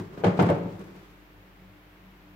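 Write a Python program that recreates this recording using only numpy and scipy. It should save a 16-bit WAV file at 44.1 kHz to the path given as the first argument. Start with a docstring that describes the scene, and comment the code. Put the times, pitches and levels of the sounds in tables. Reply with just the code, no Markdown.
"""An air fryer basket is pushed home on a stone worktop. It starts with a light bump and scrapes along its
rails, then knocks twice, near 0.25 s and 0.45 s. Each knock is a cluster of blows that ring the hollow
plastic housing and rattle the pan, while catches tick and the fryer rocks on its feet. The basket seats,
the handle ticks and fingers brush off it. A small kitchen echoes it all, and at the end only the
background is left: steady room noise, a faint hum and a low drone that swells and fades."""
import sys
import numpy as np
from scipy import signal
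from scipy.fft import rfft, irfft
from scipy.io import wavfile
from scipy.ndimage import uniform_filter1d

SR = 44100
rng = np.random.default_rng(int(sys.argv[2]) if len(sys.argv) > 2 else 0)


def wrap_up_sound(samples):
    """Save the sound to the file named by the first command line argument, as 16-bit audio."""
    columns = np.atleast_2d(samples).T
    # keep every value between -1 and 1, then stretch to whole-number steps
    tamed = np.clip(columns, -1, 1)
    steps = np.round(tamed * 32767).astype(np.int16)
    wavfile.write(sys.argv[1], SR, steps)


N = 103635

# blows of the basket: start_s, housing_db, pan_db, clatter_db, dull_above_hz, favoured_pan_hz
KNOCKS = [(0.002, -22.5, -26, -34, 300, 314), (0.175, -29, -32, -24.5, 4000, 516),
          (0.209, -26, -42, -24.5, 1670, 560), (0.2369, -8.5, 0.5, -3.5, 1180, 450),
          (0.243, -13.5, -1, -4, 6360, 900), (0.2560, 1.5, 2.5, -2, 500, 373),
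          (0.267, -12.5, -3.5, -7, 4030, 604), (0.278, -4.5, -4.5, -11, 500, 560),
          (0.3903, 1, 5.5, -1.5, 1520, 512), (0.395, -12.5, 1, -1.5, 3800, 2170),
          (0.411, -6, 8.5, -18, 700, 670), (0.425, -3.5, -24, -8, 2010, 410),
          (0.4412, -12, -31, -17, 1510, 700), (0.4652, 0.5, -32, -11, 1300, 400),
          (0.488, -22, -1, -8, 4100, 296), (0.4995, -4, 9.5, -2, 870, 566),
          (0.545, -15, -12.5, -15.5, 590, 300), (0.655, -12.5, -11, -21, 580, 327)]


def undb(db):
    """Turn decibels into a number to multiply by."""
    return 10 ** (np.asarray(db) / 20)


def at_hz(points, hz):
    """Read a curve of (pitch_hz, value) points, with every octave equally wide."""
    points = np.array(points, float)
    return np.interp(np.log(hz + 1), np.log(points[:, 0]), points[:, 1])


def over_time(points):
    """Read a curve of (time_s, value) points at every sample."""
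    return np.interp(np.arange(N) / SR, *np.array(points).T)


def bins():
    """The frequencies in a spectrum of the whole sound."""
    return np.arange(N // 2 + 1) * SR / N


def noise(gain):
    """Stereo noise of strength near 1, coloured by one gain for each frequency."""
    # stereo width, low where left and right are alike: pitch_hz, side_minus_mid_db
    widths = [(60, 3), (110, -24.5), (200, -14), (380, -9.5), (700, -3), (1290, 0.5), (2380, -0.5),
              (15000, 1)]
    width = undb(at_hz(widths, bins()))
    mid, side = rfft(rng.standard_normal((2, N))) * gain / np.sqrt(np.mean(gain ** 2))
    left_right = mid + np.array([[1], [-1]]) * width * side
    return irfft(left_right / np.sqrt(1 + width ** 2), N)


def wander(rate_hz):
    """A smooth random curve with a spread near 1."""
    hold = int(SR / rate_hz)
    steps = np.repeat(rng.standard_normal(N // hold + 1), hold)
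    smooth = uniform_filter1d(uniform_filter1d(steps, hold), hold)[:N]
    return smooth / smooth.std()


def tone(hz, db):
    """A pure tone whose pitch and average level can move."""
    return np.sqrt(2) * undb(db) * np.sin(2 * np.pi * np.cumsum(hz) / SR)


def strike(start_s, rise_s, fade_s):
    """The loudness of a blow: a quick rise, then a fall of 60 dB every fade_s."""
    age = np.maximum(np.arange(N) / SR - start_s, 0)
    return (1 - np.exp(-age / rise_s)) * np.exp(-np.log(1000) * age / fade_s)


def ring(blows, notes, rise_s, spread_rad=0):
    """Blows (start_s, level_db) ring an object's own notes, with one level for all or one for each."""
    t, out = np.arange(N) / SR, np.zeros((2, N))
    for k, (hz, db, fade_s) in enumerate(notes):
        lag = spread_rad * (-1) ** k * np.array([[1], [-1]])  # puts left and right out of step
        note = undb(db) * strike(0, rise_s, fade_s) * np.sin(2 * np.pi * hz * t + lag)
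        for start_s, blow_db in blows:
            first = int(start_s * SR)
            strength = undb(np.broadcast_to(blow_db, len(notes))[k])
            out[:, first:] += strength * note[:, :N - first]
    return out


def rubbing(levels, colour, rough_db):
    """Two surfaces rub: noise that flickers around a level curve."""
    loudness = undb(over_time(levels) + rough_db * wander(70))
    return loudness * noise(undb(at_hz(colour, bins())))


def room_noise():
    """Steady room noise whose highest hiss is stronger on the right."""
    # colour of the noise: pitch_hz, level_db
    colour = [(20, -17), (55, -8.5), (78, -23), (101, -1), (120, -12.5), (160, -5), (230, -16), (305, -10),
              (390, -11.5), (490, -15.5), (1000, -16.5), (2100, -18.5), (3000, -23.5), (5000, -33.5),
              (9500, -44), (12500, -34), (15500, -36)]
    steady = noise(undb(at_hz(colour, bins())))
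    left_minus_right_db = at_hz([(9000, 0.033), (13000, -7)], bins())
    sides = undb(left_minus_right_db * np.array([[.5], [-.5]]))
    return undb(-55) * irfft(rfft(steady) * sides, N)


def hum():
    """Three faint low tones waver in pitch and level."""
    # tones of the hum: pitch_hz, level_db, waver_db
    tones = [(49.5, -59.5, 0.5), (97, -71.5, 4), (300.5, -65, 3)]
    out = 0
    for hz, db, waver_db in tones:
        pitch_hz = hz * (1 + 0.00336 * wander(7.1))
        out += tone(pitch_hz, db + waver_db * wander(10.37))
    return out


def drone():
    """One low, slightly drifting tone swells and fades."""
    # swells of the drone: time_s, level_db
    swells = [(0, -71), (.85, -60), (.97, -49), (1.1, -73), (1.22, -62.5), (1.36, -71), (1.47, -56),
              (1.55, -66), (1.64, -51.5), (1.77, -66), (1.95, -66), (2.08, -52.5), (2.19, -64.5),
              (2.3, -57)]
    return tone(hz=188 + 2.04 * wander(8.2), db=over_time(swells))


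def kitchen_echo(dry):
    """The walls throw the sound back as a smooth tail; each octave fades at its own speed."""
    # strength of the echo: pitch_hz, level_db
    levels = [(60, -14.5), (200, -5.5), (500, -10), (1500, -6), (5000, -10.5), (15000, -13.5)]
    # time the echo takes to die away: pitch_hz, fade_s
    fades = [(100, 0.57), (400, 0.77), (1500, 0.65), (5000, 1), (15000, .3)]
    hz, tail = bins(), 0
    wash = rfft(noise(np.ones(len(hz))))
    octave = np.clip(np.log2((hz + 1) / 62.5), 0, 8)
    for k in range(9):
        centre_hz = 62.5 * 2 ** k
        loudness = strike(start_s=0.0045, rise_s=0.0086, fade_s=at_hz(fades, centre_hz))
        band = irfft(wash * np.maximum(1 - abs(octave - k), 0), N)
        tail += undb(at_hz(levels, centre_hz)) * band * loudness / np.sqrt(np.sum(loudness ** 2))
    return signal.fftconvolve(dry, tail, axes=1)[:, :N]


def finger_brush():
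    """Fingers rub softly as they slip off the handle."""
    # loudness of the brushing: time_s, level_db
    levels = [(.58, -80), (.72, -65), (.80, -62), (.87, -64.5), (1.05, -60), (1.4, -86)]
    # colour of skin rubbing on the handle: pitch_hz, level_db
    colour = [(200, -18), (900, 9.5), (2500, 4), (6500, -7.5), (10000, -13.5), (15500, -16)]
    return rubbing(levels, colour, rough_db=1.5)


def catch_ticks():
    """The plastic catches and handle tick: tiny bursts of noise, each around one high pitch."""
    # the ticks: start_s, level_db, pitch_hz
    ticks = [(0.246, -28, 7440), (0.403, -6, 7000), (0.4242, -2, 8700), (0.5018, -4, 8300),
             (0.582, -21, 8400), (0.725, -19, 5000), (0.794, -14.5, 7000), (0.841, -19, 6300)]
    width_octaves, out = 0.71, 0
    for start_s, db, hz in ticks:
        colour = 1 / (1 + (np.log2((bins() + 1) / hz) / width_octaves) ** 2)
        out += undb(db - 39) * noise(colour) * strike(start_s, rise_s=0.0002, fade_s=0.018)
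    return out


def rail_scrape():
    """The basket rubs along its rails with a low scrape as it slides and settles."""
    # loudness of the scrape: time_s, level_db
    levels = [(0, -39), (.1, -53), (.2, -41.5), (.3, -48), (.37, -36), (.48, -32), (.6, -46), (.8, -43.5),
              (.95, -49.5), (1.15, -61.5), (1.4, -104)]
    # colour of the scrape: pitch_hz, level_db
    colour = [(40, -31), (70, -20), (105, -2), (132, -10), (175, 2), (240, -14), (355, -2), (600, -18),
              (1200, -20), (3000, -34), (7000, -42), (15500, -61)]
    return rubbing(levels, colour, rough_db=2.5)


def feet_thumps():
    """The fryer rocks on its feet just after the main knocks, with soft, deep thumps."""
    # the thumps: start_s, level_db
    thumps = [(0.003, -20), (0.262, -2), (0.400, -12.5), (0.428, -2), (0.499, -5), (0.64, -15.5),
              (0.735, -21)]
    # notes of the fryer rocking on the worktop: pitch_hz, level_db, fade_s
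    notes = [(101.2, 4, 0.12), (111.5, 0, 0.203)]
    return undb(-11.5) * ring(thumps, notes, rise_s=0.032)


def housing_boom():
    """Each blow makes the hollow plastic housing boom."""
    # low notes of the housing: pitch_hz, level_db, fade_s
    notes = [(149.4, -8.5, 0.3), (177.5, 0, 0.25), (189, -2, 0.21)]
    blows = [(start_s, housing_db - 17.5) for start_s, housing_db, *_ in KNOCKS]
    return ring(blows, notes, rise_s=0.0044)


def pan_ring():
    """Each blow rings the pan; notes far from the pitch that it favours come out weaker."""
    # notes of the pan: pitch_hz, level_db, fade_s
    notes = [(289.5, 7.5, 0.2), (349.1, 1.5, 0.31), (398, 2.5, 0.47), (472, 1, 0.23), (491.6, -1.5, 0.27),
             (569.2, 4.5, 0.14), (763, -9.5, 0.2), (698.5, -2.5, .19), (845, -13, 0.31), (887, -0.5, 0.28),
             (946.6, -3, 0.15), (1108, -8.5, .35), (1549, -6, 0.11), (2110, -10.5, 0.099)]
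    focus_octaves, far_drop_db = 0.28, 15
    pitches_hz, blows = np.array(notes)[:, 0], []
    for start_s, _, pan_db, _, _, favoured_hz in KNOCKS:
        octaves_away = np.log2(pitches_hz / favoured_hz)
        drop_db = far_drop_db * (1 - np.exp(-.5 * (octaves_away / focus_octaves) ** 2))
        blows.append((start_s, pan_db - 28.5 - drop_db))
    return ring(blows, notes, rise_s=0.00099, spread_rad=0.1)


def panel_clatter():
    """Each blow sets off a crack and a short clatter of the panels; softer contacts are duller."""
    # the panels' many short notes, blurred into noise: pitch_hz, level_db
    panels = [(90, -4.5), (200, -3.5), (450, 3.5), (800, -1.5), (1300, -8.5), (2200, -15), (4500, -26),
              (8000, -33.5), (15500, -44)]
    colour = undb(at_hz(panels, bins()))
    rise_s, out = 0.00048, 0
    for start_s, _, _, clatter_db, dull_above_hz, _ in KNOCKS:
        crack = undb(-3.5) * strike(start_s, rise_s, fade_s=0.021)
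        clatter = strike(start_s, rise_s, fade_s=0.2)
        treble_cut = signal.butter(1, dull_above_hz, fs=SR, output="sos")
        out += undb(clatter_db - 17) * signal.sosfilt(treble_cut, noise(colour) * (crack + clatter))
    bass_cut = signal.butter(3, 130, "high", fs=SR, output="sos")
    return signal.sosfilt(bass_cut, out)


def scene():
    """The basket, its echo and the background together, a little louder on the left."""
    knocks = feet_thumps() + housing_boom() + pan_ring() + panel_clatter()
    basket = knocks + catch_ticks() + rail_scrape() + finger_brush()
    mix = basket + kitchen_echo(basket) + room_noise() + hum() + drone()
    return mix * undb([[0.43], [-0.43]])


def record(dry):
    """Cut away the very highest treble."""
    top_hz = 15750
    return signal.sosfilt(signal.ellip(10, .2, 80, top_hz, fs=SR, output="sos"), dry)


dry = scene()
out = record(dry)
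wrap_up_sound(out)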